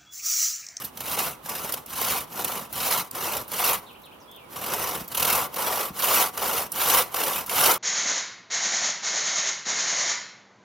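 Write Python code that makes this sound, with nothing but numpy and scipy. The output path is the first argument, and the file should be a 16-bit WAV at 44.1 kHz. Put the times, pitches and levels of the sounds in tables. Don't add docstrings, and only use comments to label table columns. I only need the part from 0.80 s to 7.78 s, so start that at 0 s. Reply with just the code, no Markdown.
import sys
import numpy as np
from scipy import signal
from scipy.fft import rfft, irfft, next_fast_len
from scipy.io import wavfile
from scipy.ndimage import uniform_filter1d, map_coordinates

SR = 44100
rng = np.random.default_rng(int(sys.argv[2]) if len(sys.argv) > 2 else 0)


def log_audio(samples):
    frames = np.atleast_2d(samples).T
    limited = np.clip(frames, -1, 1)
    pcm = np.round(limited * 32767).astype(np.int16)
    wavfile.write(sys.argv[1], SR, pcm)


N = 307818
TIME = np.arange(N) / SR

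# (frequency [Hz], relative level [dB])
PUSH_SPECTRUM = [(880, -24), (1500, -5), (1580, -1), (1850, -8), (3030, -3), (3550, -3.5), (3840, -1.5),
                 (4640, -4.5), (5940, -3), (8000, -7.5), (9190, -3), (12700, 1.5), (15100, -0.5),
                 (16000, -7)]
# (time [s], level [dB], body re level [dB])
TOOTH_SNAGS = [(0.055, -32, -15), (0.172, -22, -13), (0.204, -18.5, -4), (0.372, -18, -2),
               (0.3874, -13, -11), (0.659, -23, -6), (0.69, -17.5, -12), (0.845, -18.5, -2),
               (0.938, -13, -11.5), (1.213, -10.5, -3.5), (1.2464, -12.5, -19), (1.301, -12.5, -12),
               (1.593, -18.5, 0), (1.644, -14, -8), (1.679, -16, -16), (2.109, -9.5, -11),
               (2.349, -21, -10), (2.716, -17, -20), (3.934, -12, -6), (4.741, -20, -8), (4.79, -20, 5),
               (5.5744, -14, -2), (5.617, -24, 8), (6.342, -13.5, -3), (6.435, -11, -22),
               (6.6942, -12, -28), (6.859, -4.5, -11)]
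# (time [s], level [dB], rise [s])
BLADE_SLAPS = [(0.043, -28, 0.006), (0.921, -23, 0.0029), (1.06, -34.5, 0.0028), (1.645, -20.5, 0.0025),
               (1.926, -30, .003), (2.311, -26, 0.0016), (2.679, -37.5, .0025), (3.128, -53, 0.0027),
               (3.513, -45.5, 0.0023), (3.561, -45.5, 0.0022), (4.2765, -34.5, 0.0043),
               (4.7637, -24, .0009), (5.9184, -22, 0.0025), (6.661, -30, .0033)]
HOP_TIMES_S = 4.3455 + 0.0256 * np.arange(9)


def sawing():
    # (start [s], length [s], run-up [s], rasp [dB], body [dB], thud [dB])
    pushes = [(0.112, 0.46, .33, -28.5, -34.5, -44), (1.045, 0.43, 0.24, -28, -34.5, -44),
              (1.882, 0.38, 0.26, -24.5, -31, -43), (2.655, 0.36, .24, -24.5, -29.5, -43.5),
              (4.266, 0.44, 0.25, -26, -29, -44), (5.121, 0.4, .215, -21.5, -27, -44),
              (5.898, 0.38, 0.23, -20.5, -26.5, -44.5), (6.64, 0.35, .27, -19, -23, -42)]
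    pulls = [(-0.3, .42, .15, -34.5, -41, -44), (0.618, .426, 0.11, -35, -38.5, -46),
             (1.487, 0.4, 0.13, -33.5, -36, -43.5), (2.305, 0.36, .12, -31, -33, -42),
             (3.674, .611, 0.3, -31, -33, -43), (4.705, 0.42, .14, -28.5, -30.5, -44.5),
             (5.526, 0.37, .12, -28, -30.5, -44.5), (6.31, 0.35, 0.076, -28, -31, -45.5)]
    # (frequency [Hz], relative level [dB])
    pull_spectrum = [(880, -35), (1500, -4), (1790, -1.5), (2140, -8), (2320, -5.5), (2910, -4), (3350, -5),
                     (3620, -3), (4460, -6), (5660, -3), (7390, -8.5), (12100, 0), (14900, 0), (16000, -13)]
    rasp, body, shake, speed = strokes(pushes, brake_share=0.3, rasp_weight_db=1, body_weight_db=2.5,
                                       rasp_power=1.55, body_power=1.54, stop_power=1.4)
    bite = teeth(speed, slow_per_s=30, fast_per_s=68, scatter_db=2.7,
                 rise_s=0.016, fall_s=0.0049, slide_share=0.24)
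    push = tearing(rasp * bite, body * bite ** 0.16, PUSH_SPECTRUM, wood_db_per_oct=0.3)
    push += thuds(shake * bite, db_per_oct=0.5)
    rasp, body, shake, speed = strokes(pulls, brake_share=0.33, rasp_weight_db=-0.6, body_weight_db=-0.6,
                                       rasp_power=1.4, body_power=1.38, stop_power=1.15)
    drag = teeth(speed, slow_per_s=31, fast_per_s=56, scatter_db=3.6,
                 rise_s=0.0077, fall_s=0.0043, slide_share=0.39)
    pull = tearing(rasp * drag, body * drag ** 0.5, pull_spectrum, wood_db_per_oct=-2)
    pull += thuds(shake * drag, db_per_oct=1.5)
    return push + pull


def strokes(rows, brake_share, rasp_weight_db, body_weight_db, rasp_power, body_power, stop_power):
    rasp, body, shake, speed = np.zeros((4, N))
    ease = lambda u: np.sin(np.pi / 2 * np.clip(u, 1e-6, 1))
    weight = lambda u: np.exp(-((u - 0.61) / 0.18) ** 2)
    for start_s, length_s, run_up_s, rasp_db, body_db, thud_db in rows:
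        on = (TIME >= start_s) & (TIME < start_s + length_s)
        t = TIME[on] - start_s
        u = t / length_s
        pace = ease(t / run_up_s) * ease((1 - u) / brake_share) ** stop_power
        rasp[on] = amp(rasp_db + rasp_weight_db * weight(u)) * pace ** rasp_power
        body[on] = amp(body_db + body_weight_db * weight(u - 0.13)) * pace ** body_power
        shake[on] = amp(thud_db) * pace ** 0.65
        speed[on] = pace
    grain_db = 1.95 * (1.47 - speed) * wobble(60)
    grip = sticking() * amp(grain_db)
    return grip * rattling(rasp, rattle_db=-19), grip * rattling(body, rattle_db=-14), shake, speed


def teeth(speed, slow_per_s, fast_per_s, scatter_db, rise_s, fall_s, slide_share):
    rate_per_s = (slow_per_s + (fast_per_s - slow_per_s) * speed ** 2) * np.exp(0.2 * wobble(40))
    catches = np.diff(np.floor(np.cumsum(rate_per_s) / SR), prepend=0)
    energies = amp(2 * scatter_db * rng.standard_normal(N))
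    t = TIME[:SR // 16]
    tear = np.exp(-t / fall_s) * (1 - np.exp(-t / rise_s)) ** 2
    power = signal.fftconvolve(catches * energies, tear)[:N]
    local_mean = np.abs(uniform_filter1d(power, SR // 14)) + 1e-6
    tear_share = (1 - slide_share) * np.sqrt(speed)
    return np.sqrt(1 - tear_share + tear_share * np.abs(power) / local_mean)


def tearing(rasp, body, spectrum, wood_db_per_oct):
    # (frequency [Hz], relative level [dB])
    wood = [(150, -29), (300, -10), (420, -2), (520, 0.5), (640, -1), (800, 1.5), (1000, -1.5), (1200, 1),
            (1420, 1), (1600, -12), (2200, -9), (4000, -76)]
    fine = shifting_rings(fibres(per_s=15000, scatter_db=4), depth_db=3)
    coarse = shifting_rings(fibres(per_s=3000, scatter_db=1.5), depth_db=2)
    hiss = colour(rasp * fine, lambda hz: along(spectrum, hz) + blade_db(hz))
    wood_db = lambda hz: along(wood, hz) + blade_db(hz) + wood_db_per_oct * np.log2((hz + 1) / 1000)
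    return hiss + colour(body * coarse, wood_db)


def fibres(per_s, scatter_db):
    breaks = rng.random((2, N)) < per_s / SR
    signs = rng.choice([-1, 1], (2, N))
    return unit(breaks * signs * amp(scatter_db * rng.standard_normal((2, N))))


def blade_db(hz):
    # (frequency [Hz], width [Hz], lift [dB])
    modes = [(500, 38, 2), (739.4, 10.7, 6), (870, 19, 4.5), (976, 46, 8), (1058, 16, 9.5), (1148, 22, 8),
             (1992, 14, 7.5), (2160, 34, 7), (2337, 62, 5.5), (2520, 27, 8), (2714, 48, 7.5),
             (2980, 340, 5.5), (4480, 24, 5.5), (5510, 29, 7), (6460, 80, 0.5), (10100, 54, 0),
             (10660, 75, 3), (12400, 120, 5.5)]
    return sum(db / (1 + (2 * (hz - mode_hz) / width_hz) ** 2) for mode_hz, width_hz, db in modes)


def shifting_rings(x, depth_db):
    spectra = signal.stft(x, nperseg=512)[2]
    field = rng.standard_normal(spectra.shape[1:])
    for axis in (0, 1):
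        field = uniform_filter1d(field, size=3, axis=axis)
    return unit(signal.istft(spectra * amp(depth_db * unit(field)), nperseg=512)[1][:, :N])


def sticking(lead_s=0.0085, width_s=0.0049, dip_db=-3):
    t = TIME[::32]
    releases_s = [row[0] for row in [*TOOTH_SNAGS, *BLADE_SLAPS]] + list(HOP_TIMES_S)
    held = sum(np.exp(-((t - at_s + lead_s) / width_s) ** 2) for at_s in releases_s)
    return amp(dip_db * np.interp(TIME, t, held))


def rattling(gain, rattle_db, fade_s=0.061):
    pole = np.exp(-1 / (fade_s * SR))
    tail = signal.lfilter([1 - pole], [1, -pole], gain)
    return np.hypot(gain, amp(rattle_db) * tail)


def snags(hop_db=-9.5, hop_body_db=-19.5, hop_thud_db=-40.5, build_hops=0.98, crest_db=11.5):
    hops = sum((1 - np.exp(-count / build_hops)) * burst(at_s, rise_s=0.0042)
               for count, at_s in enumerate(HOP_TIMES_S, 1))
    rasp, body = amp(hop_db) * hops, amp(hop_body_db) * hops
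    for at_s, db, body_db in TOOTH_SNAGS:
        rip = amp(db) * burst(at_s, rise_s=0.0029)
        rasp += rip
        body += amp(body_db) * rip
    rips = tearing(rasp, body, PUSH_SPECTRUM, wood_db_per_oct=-2) / amp(crest_db)
    return rips + thuds(amp(hop_thud_db) * hops, db_per_oct=-1.5)


def clinks(rest_from_s=3.03, rest_to_s=3.67):
    # (frequency [Hz], relative level [dB])
    steel = [(1000, -34), (2900, -26.5), (3700, -12), (4600, -7), (6300, -7.5), (8000, -8.5), (10000, -2),
             (12300, 0), (13700, 5), (15500, -2)]
    slaps = sum(amp(db) * burst(at_s, rise_s) for at_s, db, rise_s in BLADE_SLAPS)
    resting = (TIME > rest_from_s) & (TIME < rest_to_s)
    scratches = resting * amp(-65 + 3.4 * wobble(25.15) + 3.5 * wobble(110))
    chatter = shifting_rings(fibres(per_s=15000, scatter_db=5.5), depth_db=-5.5)
    return colour((slaps + scratches) * chatter, lambda hz: along(steel, hz) + blade_db(hz))


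def thuds(shake, db_per_oct):
    # (frequency [Hz], relative level [dB])
    response = [(25, -37), (45, -14), (72, -1), (98, -6), (140, -0.5), (220, -1), (320, -6.5), (500, -29.5)]
    jolts = shake * fibres(per_s=2500, scatter_db=3)
    return colour(jolts, lambda hz: along(response, hz) + db_per_oct * np.log2(hz + 1))


def rocking(rise_s=0.0037):
    # (time [s], relative level [dB])
    bumps = [(0.841, -28), (1.969, -37), (3.927, -28), (4.151, -34), (4.181, -32), (4.214, -25.5),
             (5.105, -27)]
    # (frequency [Hz], relative level [dB], t60 [s])
    modes = [(75.4, -13, .08), (147, -10, 0.074), (184, 1, 0.048), (224, -1.5, 0.042), (312, -6, 0.048)]
    knocks, t = np.zeros(N + SR), TIME[:SR // 6]
    for at_s, db in bumps:
        ring = sum(amp(mode_db + rng.normal(0, 2.2) - 60 * t / t60_s) * np.sin(2 * np.pi * hz * t)
                   for hz, mode_db, t60_s in modes)
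        knocks[round(at_s * SR):][:len(t)] += amp(db - 1) * ring * (1 - np.exp(-t / rise_s))
    return knocks[:N]


def bird(flutter_hz=197, pitch_swing=0.093):
    # (time [s], length [s], first [Hz], bend [Hz], last [Hz], bend at [0-1], level [dB], buzz [0-1])
    notes = [(3.06, 0.059, 3710, 4040, 2150, 0.26, -49.5, 1),
             (3.144, 0.027, 2110, 3260, 2250, 0.8, -51, .15),
             (3.23, 0.052, 3750, 4080, 2150, .32, -51, 0.8),
             (3.309, .034, 2070, 3340, 2250, 0.7, -51.5, .15), (3.398, .034, 6460, 6100, 4400, .36, -57, 1),
             (3.466, .145, 3310, 3520, 2380, .65, -50.5, 1), (3.601, 0.074, 2500, 2400, 2150, .2, -58, 0.7)]
    song = np.zeros(N)
    trill = np.sin(2 * np.pi * flutter_hz * TIME + 0.78 * wobble(110)) + 0.3 * wobble(500)
    for at_s, length_s, first_hz, bend_hz, last_hz, bend_at, db, buzz in notes:
        on = (TIME >= at_s) & (TIME < at_s + length_s)
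        u = (TIME[on] - at_s) / length_s
        flutter = buzz * np.exp(-((u - bend_at) / 0.36) ** 2) * trill[on]
        glide_hz = np.interp(u, [0, bend_at, 1], [first_hz, bend_hz, last_hz])
        pitch_hz = glide_hz * (1 + pitch_swing * flutter)
        envelope = amp(db) * signal.windows.tukey(len(u), 0.3) * (1 - 0.31 * flutter)
        song[on] = envelope * np.sin(2 * np.pi * np.cumsum(pitch_hz) / SR)
    return song


def trunk_echo(x):
    # (frequency [Hz], t60 [s])
    decay = [(150, 0.37), (1000, 0.24), (4000, 0.26), (14000, 0.051)]
    hz, t, spectra = signal.stft(rng.standard_normal((2, SR)), SR, nperseg=256)
    fade = amp(-60 * t / along(decay, hz)[:, None])
    tail = signal.istft(spectra * fade, SR, nperseg=256)[1]
    delayed = np.pad(tail, ((0, 0), (SR // 128, 0))) / np.linalg.norm(tail[0])
    return signal.fftconvolve(x[None], delayed, axes=1)[:, :N]


def forest(level_db=-50.5):
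    # (frequency [Hz], relative level [dB])
    spectrum = [(20, -39), (50, -1.5), (141, -1), (223, 0.5), (420, -0.5), (775, -2), (1000, 0.5),
                (1350, -6), (1750, -14), (3200, -14.5), (5000, -24.5), (7500, -28), (11000, -22),
                (16000, -24)]
    # (frequency [Hz], side minus mid [dB])
    width = [(60, -25), (110, -19), (200, -7.5), (380, -2.5), (700, -2), (1290, -2), (2380, 0.5), (4400, 0),
             (8120, -1), (15000, -3)]
    # (frequency [Hz], left minus right [dB])
    lean = [(60, -1), (200, 4), (380, -1), (700, -5), (1290, -5), (2380, -3.5), (4400, -2), (15000, 2)]
    hush = colour(rng.standard_normal((2, N)), lambda hz: along(spectrum, hz))
    return amp(level_db + 1.5 * wobble(5.04)) * stereo(hush, width, lean)


def amp(db):
    return 10 ** (np.asarray(db) / 20)


def unit(x):
    return x / np.sqrt(np.mean(x ** 2) + 1e-20)


def along(points, hz):
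    points_hz, values = np.transpose(points)
    return np.interp(np.log(hz + 1), np.log(points_hz + 1), values)


def wobble(knots_per_s):
    return map_coordinates(rng.standard_normal(int(N * knots_per_s / SR) + 4), [TIME * knots_per_s])


def burst(at_s, rise_s):
    u = TIME[:SR // 8] / rise_s
    envelope = np.zeros(N + SR)
    envelope[round(at_s * SR):][:len(u)] = u * np.exp(1 - u)
    return envelope[:N]


def colour(x, gain_db):
    size = 2 * next_fast_len(N // 2 + SR // 4)
    gain = unit(amp(gain_db(np.fft.rfftfreq(size, 1 / SR))))
    cepstrum = irfft(np.log(np.maximum(gain, 1e-6)), size)
    cepstrum[1:size // 2] *= 2
    cepstrum[size // 2 + 1:] = 0
    return irfft(rfft(x, size) * np.exp(rfft(cepstrum)), size)[..., :N]


def stereo(pair, width, lean):
    # (frequency [Hz], left lead [rad])
    lead = [(300, 0.041), (1000, -0.36), (2500, 0.4), (5800, -0.5), (7500, -0.2), (10300, 0.2),
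            (13000, -.7), (16000, -0.45)]
    hz = np.fft.rfftfreq(N, 1 / SR)
    mid, side = rfft(pair)
    side *= amp(along(width, hz))
    pan = amp(along(lean, hz) / 2) * np.exp(0.5j * along(lead, hz))
    return irfft(np.array([(mid + side) * pan, (mid - side) / pan]), N)


def scene():
    # (frequency [Hz], side minus mid [dB])
    width = [(60, -53), (160, -22), (330, -7), (500, -16), (1100, -13), (1750, -3), (3000, -16),
             (5000, -16), (6800, -5), (10000, -9.5), (15000, -5.5)]
    # (frequency [Hz], left minus right [dB])
    lean = [(60, 1.5), (200, -0.5), (330, -3), (700, -1.5), (1050, 3), (1500, 0), (1950, 3.5), (2500, 1.1),
            (5000, 0.5), (6300, 4), (8000, -1.5), (11000, -5), (15000, -0.5)]
    saw = sawing() + snags() + clinks() + rocking()
    saw_echo = amp(-27) * trunk_echo(saw[0])
    song = amp(-0.5) * bird()
    far_bird = song * amp([[1], [-1]]) + amp(-3.5) * trunk_echo(song)
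    return stereo(saw, width, lean) + saw_echo + far_bird + forest()


def record(dry, low_hz=33, top_hz=15950):
    bass_cut = signal.butter(4, low_hz, "highpass", fs=SR, output="sos")
    size = next_fast_len(N + SR // 4)
    in_band = np.fft.rfftfreq(size, 1 / SR) < top_hz
    return irfft(rfft(signal.sosfilt(bass_cut, dry), size) * in_band, size)[:, :N]


dry = scene()
out = record(dry)
log_audio(out)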